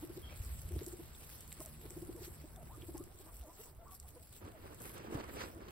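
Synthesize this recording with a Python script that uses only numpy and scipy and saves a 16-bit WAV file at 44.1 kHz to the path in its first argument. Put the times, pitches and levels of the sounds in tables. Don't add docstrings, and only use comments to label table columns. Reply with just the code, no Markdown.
import sys
import numpy as np
from scipy import signal
from scipy.fft import rfft, irfft
from scipy.io import wavfile
from scipy.ndimage import uniform_filter1d

SR = 44100
rng = np.random.default_rng(int(sys.argv[2]) if len(sys.argv) > 2 else 0)


def digitize_waveform(pressure):
    field = np.atleast_2d(pressure).T
    bounded = np.clip(field, -1, 1)
    quanta = np.round(bounded * 32767).astype(np.int16)
    wavfile.write(sys.argv[1], SR, quanta)


N = 251811
TIME = np.arange(N) / SR
HZ = np.fft.rfftfreq(N, 1 / SR)

# (time at the crest [s], relative level [dB], pitch [Hz], length [s])
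PURR_PULSES = [(0.038, -39.5, 337, 0.037), (.105, -42, 371, 0.023), (.179, -42, 351, 0.038),
               (0.716, -45, 350, .027), (0.738, -51.5, 367, 0.056), (0.763, -42, 347, .022),
               (0.82, -41, 359, 0.029), (.878, -40.5, 366, 0.025), (0.938, -43, 376, 0.032),
               (1.003, -43.5, 368, .031), (1.801, -56, 366, 0.027), (1.859, -49.5, 389, 0.027),
               (1.916, -49.5, 365, .029), (1.974, -40.5, 343, 0.027), (2.03, -40.5, 346, 0.03),
               (2.081, -51, 380, 0.027), (2.097, -38.5, 331, .024), (2.156, -44, 360, 0.029),
               (2.221, -46.5, 351, .038), (2.281, -47, 361, .026), (2.782, -48.5, 350, 0.023),
               (2.836, -46.5, 362, 0.024), (2.894, -41.5, 350, 0.024), (2.953, -40, 353, 0.025),
               (3.010, -42.5, 353, 0.032), (3.074, -54, 383, 0.027), (3.151, -58.5, 370, .025)]
PURR_JITTER = .045
PURR_SECOND_DB, PURR_THIRD_DB = -25, -28
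PURR_RASP_DB, PURR_WET_DB = -17, -10

# (start [s], length [s], relative level [dB], mid pitch [Hz],
# glide [octaves], hoarseness [0-1])
MUTTER_NOTES = [(0.303, 0.039, -54.5, 608, -0.73, 0.7), (1.595, 0.019, -44, 340, 0.58, 0.4),
                (1.604, 0.018, -46, 648, -0.24, 0), (1.604, 0.02, -54, 1030, -0.34, 0.4),
                (1.641, 0.051, -54, 624, -0.39, 0.65), (2.166, 0.04, -50.5, 470, -0.38, 0.25),
                (2.438, 0.02, -45, 316, 0.32, 0.34), (2.567, 0.035, -51.5, 669, -0.61, 0.2),
                (2.599, 0.04, -52, 680, -0.33, 0.4), (2.688, 0.05, -54, 915, 0.83, 0.2),
                (2.728, 0.033, -56, 1190, -0.037, 0.5), (2.943, 0.031, -51.5, 840, -0.45, 0.3),
                (2.972, 0.067, -59.5, 1150, .35, 0.77), (3.088, 0.057, -65, 770, .35, .2),
                (3.194, 0.026, -52.5, 383, 0.54, 0), (3.232, 0.069, -56, 320, 0.039, 0.2),
                (3.254, 0.063, -59.5, 980, .03, 0.3), (3.286, .024, -60, 1165, 0.064, .1),
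                (3.277, 0.089, -65, 690, -.18, 0), (3.426, 0.054, -54.5, 630, -0.64, 0),
                (3.467, 0.037, -54.5, 312, -0.063, 0), (3.468, 0.056, -58, 670, 0.49, 0),
                (3.473, 0.056, -56, 985, 0.18, 0.5), (3.572, 0.044, -66, 820, 0.23, 0.4),
                (3.589, 0.033, -49, 434, 0.4, 0), (3.65, .045, -66, 920, 0.52, 0),
                (3.786, 0.075, -54.5, 695, 0.1, 0.14), (3.806, 0.052, -67, 1390, .15, 0.2),
                (3.853, 0.03, -55, 1100, 0.57, 0.07), (3.872, 0.038, -55, 1140, -0.25, 0.25),
                (3.902, 0.051, -57.5, 1140, -0.097, 0.2), (3.916, 0.038, -57.5, 745, -0.066, .2),
                (4.033, 0.035, -59, 770, -0.4, 0.1), (4.042, 0.037, -69, 1150, .4, .2),
                (4.137, 0.032, -56, 308, 0.69, 0.1), (4.159, 0.025, -50, 502, -0.17, 0.1),
                (4.197, 0.037, -64, 670, 0.34, 0.3), (4.406, 0.052, -60, 962, 0, 0.7),
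                (4.515, 0.079, -55.5, 630, -0.62, 0.3), (5.55, 0.043, -48, 330, -.1, .3)]
NOTE_SHAPE = [(0, 0.35), (.25, 0.7), (.6, 1), (1, 0)]
NOTE_BEND = 0.053
MUTTER_JITTER, MUTTER_WAVER = .012, .014
HOARSE_WIDTH_HZ = 110
MUTTER_THIRD_DB = -9
THROAT_BUZZ = .42
MUTTER_WET_DB = -10.5
CHATTER_START_S, CHATTER_END_S, CHATTER_PER_S, CHATTER_NOTE_S = 2.55, 4.55, 14, 0.045
CHATTER_DB, CHATTER_HZ, CHATTER_OCTAVES = -73, 795, 0.53

# (start [s], length [s], relative level [dB], pitch [Hz], width [Hz])
SQUEAKS = [(0.22, 0.11, -61, 3240, 260), (0.287, 0.075, -66, 2420, 600)]

# (time [s], relative level [dB])
STIR_LEVEL = [(0, -61.5), (.3, -65.5), (.6, -59.5), (1.1, -64), (1.4, -62), (2.4, -62.5), (2.7, -67.5),
              (3.1, -76.5), (3.35, -62), (3.82, -76), (4.1, -67), (4.55, -71.5), (4.75, -65.5),
              (5.1, -71.5), (5.71, -71.5)]
# (time at the loudest [s], half length [s], relative level [dB])
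SHUFFLES = [(0.025, 0.026, -61.5), (0.161, 0.022, -57.5), (0.478, 0.08, -57.5), (0.873, 0.1, -61),
            (1.22, 0.029, -56.5), (1.324, 0.034, -56.5), (1.625, 0.016, -55.5), (2.248, 0.031, -56.5),
            (2.913, 0.14, -62), (3.22, 0.063, -64), (3.615, 0.054, -57.5), (3.941, 0.029, -59.5),
            (4.086, 0.021, -61.5), (4.25, 0.03, -62.5), (4.359, 0.046, -61), (5.145, 0.027, -58.5),
            (5.406, 0.098, -60)]
# (frequency [Hz], relative density [dB])
RUSTLE_COLOUR = [(300, -2.5), (1000, -5.5), (2200, -7.5), (4500, -6), (6500, -8.5), (8000, 0.5),
                 (10000, -2), (12000, 1), (14000, -6.5), (16000, -1.5)]
CRACKLES_PER_S, CRACKLE_SHARE = 160, .6

# (time [s], peak level [dB], low knock against the crack [dB])
STRAW_SNAPS = [(.074, -50, -12), (.365, -55, 3), (0.448, -41, -24), (.618, -40, -7), (.791, -42.5, 16),
               (.796, -50, 2), (.864, -33.5, -27), (1.301, -40, -10), (1.407, -35, -15), (1.411, -42, -18),
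               (1.413, -44, -5), (1.478, -41, -20), (1.520, -41, 4), (1.527, -31, -6.5), (1.604, -35, -15),
               (1.651, -39, -6), (1.660, -29.5, -11), (1.862, -43, 6), (1.906, -35, -8), (2.164, -43, -10),
               (2.561, -44, -9), (2.629, -50, -13), (2.749, -49, -8), (2.814, -51, 0), (2.971, -41.5, 1),
               (2.977, -38, -14), (2.980, -34.5, -18), (3.039, -43, -7), (3.368, -42, -17),
               (3.412, -46, -1), (3.658, -43, -17), (3.881, -52, -13), (4, -36.5, -32), (4.089, -43, -9),
               (4.328, -43.5, -5), (4.746, -42, -9), (4.803, -41, -14), (4.819, -41, -12),
               (4.941, -44, -10), (4.980, -39, -3), (5.146, -44, -5), (5.242, -43, -15), (5.351, -54, -6),
               (5.685, -45, 6)]
TICKS_PER_S, TICK_DB, TICK_KNOCK_DB = 4, -50.5, -6
CREAK_S, CREAK_DB, CRACK_S = .007, -23, .00052

# (time [s], level [dB], pitch [Hz], time to the envelope peak [s])
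STALK_CLICKS = [(1.1492, -52, 3590, 0.00085), (1.3001, -53.5, 2480, 0.00056), (2.5602, -59, 3560, 0.0009),
                (2.8206, -47.5, 3190, .0006), (4.328, -64, 2640, 0.00072)]

# (time [s], level [dB])
TEAR_LEVEL = [(4.79, -90), (4.805, -52.5), (4.96, -57), (4.99, -90)]
# (frequency [Hz], relative density [dB])
TEAR_COLOUR = [(1000, -22), (3000, -7.5), (6000, -4), (8500, 2), (11500, 8.5), (15500, -0.5)]
FIBRES_PER_S, TEAR_HISS = 380, .55

# (time [s], relative level [dB], brightness [dB/octave])
SLIDE = [(0, -59, 1.5), (.35, -66, 5), (1.1, -69.5, 6), (2.7, -62.5, 1), (3.7, -78.5, 5.5),
         (4.35, -80.5, 6.5), (4.6, -57, 1.5), (4.78, -60.5, 2), (4.85, -54, 1.5), (5, -49, 1.5),
         (5.12, -48.5, -0.5), (5.25, -51.5, 1), (5.35, -51, 0.5), (5.52, -55, 0.5), (5.71, -51.5, 1)]
# (time at the loudest [s], half length [s], relative level [dB],
# brightness [dB/octave])
SCUFFS = [(0.32, 0.028, -60, 4.5), (0.731, 0.011, -59, 0), (1.843, 0.021, -56, -1.5),
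          (2.24, 0.015, -66, 16.5), (4.424, 0.01, -49.5, 0), (4.476, 0.028, -50, 0.5),
          (4.67, 0.019, -52.5, 1), (4.718, 0.024, -50.5, -0.5), (4.812, 0.0051, -50.5, -1),
          (4.867, 0.018, -58, 6), (4.976, 0.012, -54, 7.5), (5.131, 0.0061, -44, 0),
          (5.153, 0.011, -39.5, -0.1), (5.196, 0.019, -43, 0), (5.205, 0.007, -42.5, 2),
          (5.295, 0.011, -53.5, 5.5), (5.411, 0.042, -45.5, 4), (5.416, 0.0071, -44, 4.5),
          (5.58, 0.025, -58, -8), (5.627, .005, -51.5, 0), (5.66, 0.0046, -60, -3), (5.687, 0.0031, -50, 4)]
# (time [s], lag of the left port [ms])
BEARING = [(3.4, -0.254), (4.3, 0.431)]
# (frequency [Hz], relative density [dB])
CLOTH_COLOUR = [(30, -9), (70, -20), (120, -2.5), (200, 0.5), (330, 4), (600, -4), (1000, -7.5),
                (1500, -11.5), (2800, -19), (4000, -24.5), (7000, -31.5), (16000, -62)]
# (frequency [Hz], left-right correlation [0-1])
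CLOTH_LIKENESS = [(60, 0.82), (300, 0.87), (700, 1), (1400, 0.0019), (3000, 0.017), (6000, 0.99)]
CATCHES_PER_S, CATCH_SHARE, CRUNCH_DB = 700, .5, 1.8

# (time [s], relative strength [dB])
BUMPS = [(0.762, -8), (5.148, -0.5)]
# (frequency [Hz], relative level [dB], time to the envelope peak [s])
HOUSING = [(126, -31, 0.0036), (287, -36.5, 0.0044)]

# (time [s], relative level [dB])
WIND_LEVEL = [(0, -58.5), (.33, -53.5), (.45, -54.5), (.78, -48), (.86, -55.5), (1.3, -60), (2.15, -55.5),
              (2.5, -58), (2.95, -54), (3.1, -60.5), (3.38, -62.5), (3.53, -69), (3.78, -62), (4.3, -62.5),
              (5.4, -55.5), (5.71, -60.5)]
# (frequency [Hz], relative density [dB])
RUMBLE_COLOUR = [(10, -52), (20, -38), (32, -25), (45, -0.5), (67, 2), (90, -1), (125, -4.5), (160, -14),
                 (210, -17), (350, -32), (700, -27), (1500, -110)]
# (time [s], relative level [dB], frequency [Hz],
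# reach to either side [cycles])
EDDIES = [(0.26, -45, 67, 0.96), (.407, -31.5, 67.5, 0.48), (.472, -37, 62, 1.1), (0.523, -37.5, 67, 1.5),
          (0.589, -40, 75, 0.65), (.657, -31, 70, 0.67), (.738, -35, 76, 1.1), (.77, -33, 71, 0.82),
          (2.798, -44, 63.4, 0.76), (3.35, -46.5, 50.5, 1.6), (3.417, -41, 60.6, 1.2),
          (3.784, -48, 61, 0.55), (4.021, -45.5, 66, 0.74), (4.049, -45.5, 67.6, 1.1),
          (4.449, -39.5, 80.6, 0.88)]

# (time [s], level of the lower tone [dB])
DRONE_LEVEL = [(0, -65), (1.0, -65), (1.3, -69), (1.6, -62.5), (2.95, -68.5), (3.1, -77.5), (5.71, -71)]

# (frequency [Hz], relative density [dB])
AIR_COLOUR = [(30, 9.5), (100, 4), (160, -9), (250, -3.5), (400, -0.5), (700, -5.5), (1200, -9.5),
              (2200, -25), (5000, -37), (16000, -14.5)]
# (frequency [Hz], left-right correlation [0-1])
AIR_LIKENESS = [(60, 0.63), (300, 0.84), (700, 0.027), (1500, 0.53), (3000, 0.027), (6000, 0.0045)]
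AIR_DB, AIR_SWAY_DB = -63, 1.5

PORT_DELAY_S = .000305
EDGE_HZ = 15850


def amp(db):
    return 10 ** (np.asarray(db) / 20)


def unit(x):
    return x / np.sqrt(np.mean(x ** 2) + 1e-20)


def read(points, hz):
    f, value = np.transpose(points)
    return np.interp(np.log(hz + 1), np.log(f + 1), value)


def curve(rows, axis=1):
    rows = np.asarray(rows)
    return np.interp(TIME, rows[:, 0], rows[:, axis])


def add(mix, s, sound):
    part = mix[..., max(round(s * SR), 0):][..., :sound.shape[-1]]
    part += sound[..., :part.shape[-1]]


def arch(s, half_s):
    return np.exp(-((TIME - s) / half_s) ** 2 / 2)


def wander(rate_hz):
    return unit(irfft(rfft(rng.standard_normal(N)) * np.exp(-(HZ / rate_hz) ** 2), N))


def fuzzy(width_hz):
    return wander(width_hz) + 1j * wander(width_hz)


def cracks(per_s):
    sizes = amp(4 * np.minimum(rng.exponential(1, N), 3.2))
    sizes = sizes * (rng.random(N) < per_s / SR)
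    return unit(sizes * rng.choice([-1, 1], (2, N)))


def patches(z, bins, frames):
    noise = rng.standard_normal(z.shape[1:])
    return unit(uniform_filter1d(uniform_filter1d(noise, bins, axis=0), frames, axis=1))


def coloured(pair, colour, likeness):
    a, b = rfft(pair)
    same = np.clip(read(likeness, HZ), -1, 1)
    spectra = np.array([a, same * a + np.sqrt(1 - same ** 2) * b])
    return unit(irfft(spectra * amp(read(colour, HZ)), N))


def ring(hz, ring_s):
    t = TIME[:SR // 10]
    return np.sin(2 * np.pi * hz * t) * t / ring_s * np.exp(1 - t / ring_s)


def placed(x, lag_ms):
    left = irfft(rfft(x) * np.exp(-2j * np.pi * HZ * lag_ms / 10 ** 3), N)
    return np.array([left, x])


def pen(x, t60):
    t = TIME[:SR // 2]
    taps = rng.standard_normal((2, len(t))) * (rng.random((2, len(t))) < .05) * (t > .004)
    taps *= 10 ** (-3 * t / t60)
    return signal.fftconvolve(x[None], taps / np.linalg.norm(taps[0]), axes=1)[:, :N]


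def purr(rise=0.404, crest=.6, level_db=0):
    out = np.zeros(N)
    shake = 1 + PURR_JITTER * wander(120)
    throat_band = signal.butter(2, [280, 620], "band", fs=SR, output="sos")
    air_leak = unit(signal.sosfilt(throat_band, rng.standard_normal(N)))
    for s, db, hz, length in PURR_PULSES:
        u = np.linspace(0, 1, int(length * SR))
        swell = np.sin(np.pi * np.interp(u, [0, crest, 1], [0, .5, 1])).clip(0) ** 2
        now = int(s * SR) + np.arange(len(u))
        pitch = hz * (1 + rise * (u - crest)) * shake[now]
        phase = 2 * np.pi * np.cumsum(pitch) / SR
        folds = np.sin(phase)
        folds = folds + amp(PURR_SECOND_DB) * np.sin(2 * phase) + amp(PURR_THIRD_DB) * np.sin(3 * phase)
        pulse = swell * (folds + amp(PURR_RASP_DB) * air_leak[now])
        add(out, s - crest * length, amp(db + level_db) * pulse)
    return placed(out, lag_ms=0.16) + amp(PURR_WET_DB) * pen(out, t60=.3)


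def mutters(second_db=-17, buzz_hz=215, level_db=-2):
    out = np.zeros(N)
    shake = 1 + MUTTER_JITTER * wander(340) + MUTTER_WAVER * wander(40.0)
    fuzz = fuzzy(HOARSE_WIDTH_HZ)
    for s, length, db, hz, glide, hoarse in MUTTER_NOTES + chatter():
        u = np.linspace(0, 1, int(length * SR))
        now = int(s * SR) + np.arange(len(u))
        octaves = glide * (u - .5) - NOTE_BEND * (2 * u - 1) ** 2
        pitch = hz * 2 ** octaves * shake[now]
        turn = np.exp(2j * np.pi * np.cumsum(pitch) / SR)
        swell = np.interp(u, *np.transpose(NOTE_SHAPE))
        overtone = amp(second_db) * np.minimum(700 / pitch, 1.4) ** 2
        voice = turn + overtone * (turn ** 2 + amp(MUTTER_THIRD_DB) * turn ** 3)
        grain = np.sqrt(max(1 - hoarse ** 2, 0)) + hoarse * fuzz[now] / np.sqrt(2)
        note = unit((grain * voice).real) / np.sqrt(2)
        add(out, s, amp(db) * swell * note)
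    out = out * (1 + THROAT_BUZZ * np.sin(2 * np.pi * np.cumsum(buzz_hz * shake) / SR))
    return amp(level_db) * (out + amp(MUTTER_WET_DB) * pen(out, t60=0.17))


def chatter(hoarse=0.71):
    count = round(CHATTER_PER_S * (CHATTER_END_S - CHATTER_START_S))
    notes = []
    for when, high, glide in rng.uniform(-1, 1, (count, 3)):
        s = np.interp(when, [-1, 1], [CHATTER_START_S, CHATTER_END_S])
        hz = CHATTER_HZ * 2 ** (CHATTER_OCTAVES * high)
        notes.append((s, CHATTER_NOTE_S, CHATTER_DB, hz, glide / 2, hoarse))
    return notes


def squeaks(level_db=-1, onset=0.11):
    out = np.zeros(N)
    for s, length, db, hz, width in SQUEAKS:
        u = np.linspace(0, 1, int(length * SR))
        fuzz = fuzzy(width / 2)[:len(u)]
        tone = unit((fuzz * np.exp(2j * np.pi * hz * length * u)).real)
        add(out, s, amp(db + level_db) * tone * np.interp(u, [0, onset, 1], [0, 1, 0]))
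    return out + amp(1.0) * pen(out, t60=0.28)


def rustle(hiss=1.0, clump_db=1.5, patchy_db=3.0, level_db=3.5):
    grains = cracks(2500) + CRACKLE_SHARE * cracks(CRACKLES_PER_S)
    grains = grains + hiss * rng.standard_normal((2, N))
    z = signal.stft(grains * amp(clump_db * wander(44)), SR, nperseg=256)[2]
    shifts = patches(z, 8, 12)
    grains = signal.istft(z * amp(patchy_db * shifts), SR, nperseg=256)[1][:, :N]
    power = amp(curve(STIR_LEVEL)) ** 2
    for s, half, db in SHUFFLES:
        power = power + (amp(db) * arch(s, half)) ** 2
    return coloured(grains, RUSTLE_COLOUR, AIR_LIKENESS) * np.sqrt(power) * amp(level_db)


def snaps(splinter_s=0.016, splinter_db=-21, level_db=0):
    out = np.zeros((2, N))
    t = np.arange(-SR // 60, SR // 25) / SR
    before = amp(CREAK_DB) * np.exp(-abs(t) / CREAK_S)
    after = np.exp(-abs(t) / CRACK_S) + amp(splinter_db) * np.exp(-abs(t) / splinter_s)
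    fibres = np.where(t >= 0, after, before)
    high = signal.butter(2, [5800, 12500], "band", fs=SR, output="sos")
    low = signal.butter(2, [1700, 5000], "band", fs=SR, output="sos")
    tick_times = rng.uniform(0, N / SR, round(TICKS_PER_S * N / SR))
    ticks = [(s, TICK_DB, TICK_KNOCK_DB) for s in tick_times]
    for s, db, knock in STRAW_SNAPS + ticks:
        burst = fibres * (rng.choice([-1, 1], len(t)) + .5 * rng.standard_normal((2, len(t))))
        crack = signal.sosfilt(high, burst) + amp(knock) * signal.sosfilt(low, burst)
        add(out, s + t[0], amp(db + level_db) * crack / abs(crack).max())
    return out


def stalk_clicks(level_db=0, wet_db=-9):
    out = np.zeros(N)
    for s, db, hz, ring_s in STALK_CLICKS:
        add(out, s, amp(db + level_db) * ring(hz, ring_s))
    return out + amp(wet_db) * pen(out, t60=0.087)


def tear():
    fibres = cracks(FIBRES_PER_S) + TEAR_HISS * rng.standard_normal((2, N))
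    return coloured(fibres, TEAR_COLOUR, AIR_LIKENESS) * amp(curve(TEAR_LEVEL))


def brush(flutter_db=1.5, pivot_hz=500, right_db=1.0, level_db=-2.5):
    powers = [amp(curve(SLIDE)) ** 2]
    tilts = [curve(SLIDE, axis=2)]
    for s, half, db, bright in SCUFFS:
        powers.append((amp(db) * arch(s, half)) ** 2)
        tilts.append(np.full(N, bright))
    powers = np.array(powers)
    cloth = rng.standard_normal((2, N)) + CATCH_SHARE * cracks(CATCHES_PER_S)
    left, right = coloured(cloth, CLOTH_COLOUR, CLOTH_LIKENESS)
    left = np.interp(TIME - curve(BEARING) / 10 ** 3, TIME, left)
    hz, t, z = signal.stft(np.array([left, right]), SR, nperseg=512)
    tilt = np.interp(t, TIME, np.average(np.array(tilts), axis=0, weights=powers))
    z = z * amp(np.log2(np.clip(hz / pivot_hz, .5, 10))[:, None] * tilt)
    folds = patches(z, 14, 2)
    noise = signal.istft(z * amp(CRUNCH_DB * folds), SR, nperseg=512)[1][:, :N]
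    loudness = np.sqrt(powers.sum(0)) * amp(flutter_db * wander(22) + level_db)
    return noise * loudness * amp([[-right_db], [right_db]])


def bumps():
    out = np.zeros(N)
    thud = sum(amp(db) * ring(hz, ring_s) for hz, db, ring_s in HOUSING)
    for s, db in BUMPS:
        add(out, s, amp(db) * thud)
    return out


def rumble(level_db=1.5, thump_db=-1):
    noise = coloured(rng.standard_normal((2, N)), RUMBLE_COLOUR, [(40, .75), (300, .8)])
    noise = noise / np.sqrt(uniform_filter1d((noise ** 2).mean(0), SR // 7))
    out = noise * amp(curve(WIND_LEVEL) + level_db)
    t = np.arange(-SR // 20, SR // 20) / SR
    for s, db, hz, cycles in EDDIES:
        swing = np.sin(2 * np.pi * hz * t) * np.exp(-(hz * t / cycles) ** 2)
        add(out, s + t[0], amp(db + thump_db) * swing)
    return out


def drone(hz=154, width_hz=9, upper_hz=228, upper_db=-7):
    low = unit((fuzzy(width_hz) * np.exp(2j * np.pi * hz * TIME)).real)
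    high = unit((fuzzy(width_hz) * np.exp(2j * np.pi * upper_hz * TIME)).real)
    return (low + amp(upper_db) * high) * amp(curve(DRONE_LEVEL))


def air(right_db=0.5):
    noise = coloured(rng.standard_normal((2, N)), AIR_COLOUR, AIR_LIKENESS)
    return noise * amp(AIR_DB + AIR_SWAY_DB * wander(10.4)) * amp([[-right_db], [right_db]])


def scene():
    animals = purr() + mutters() + squeaks()
    straw = rustle() + snaps() + stalk_clicks() + tear()
    microphone = brush() + bumps() + rumble()
    return animals + straw + microphone + drone() + air()


def record(dry, split_hz=5700):
    left, right = rfft(dry)
    same = .92 / (1 + np.exp(-(HZ - split_hz) / 350))
    late_left = left * np.exp(-2j * np.pi * HZ * PORT_DELAY_S)
    right = np.sqrt(1 - same ** 2) * right - same * late_left
    edge = signal.firwin(511, EDGE_HZ, window=("kaiser", 9), fs=SR)
    return signal.oaconvolve(irfft(np.array([left, right]), N), edge[None], "same")


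dry = scene()
out = record(dry)
digitize_waveform(out)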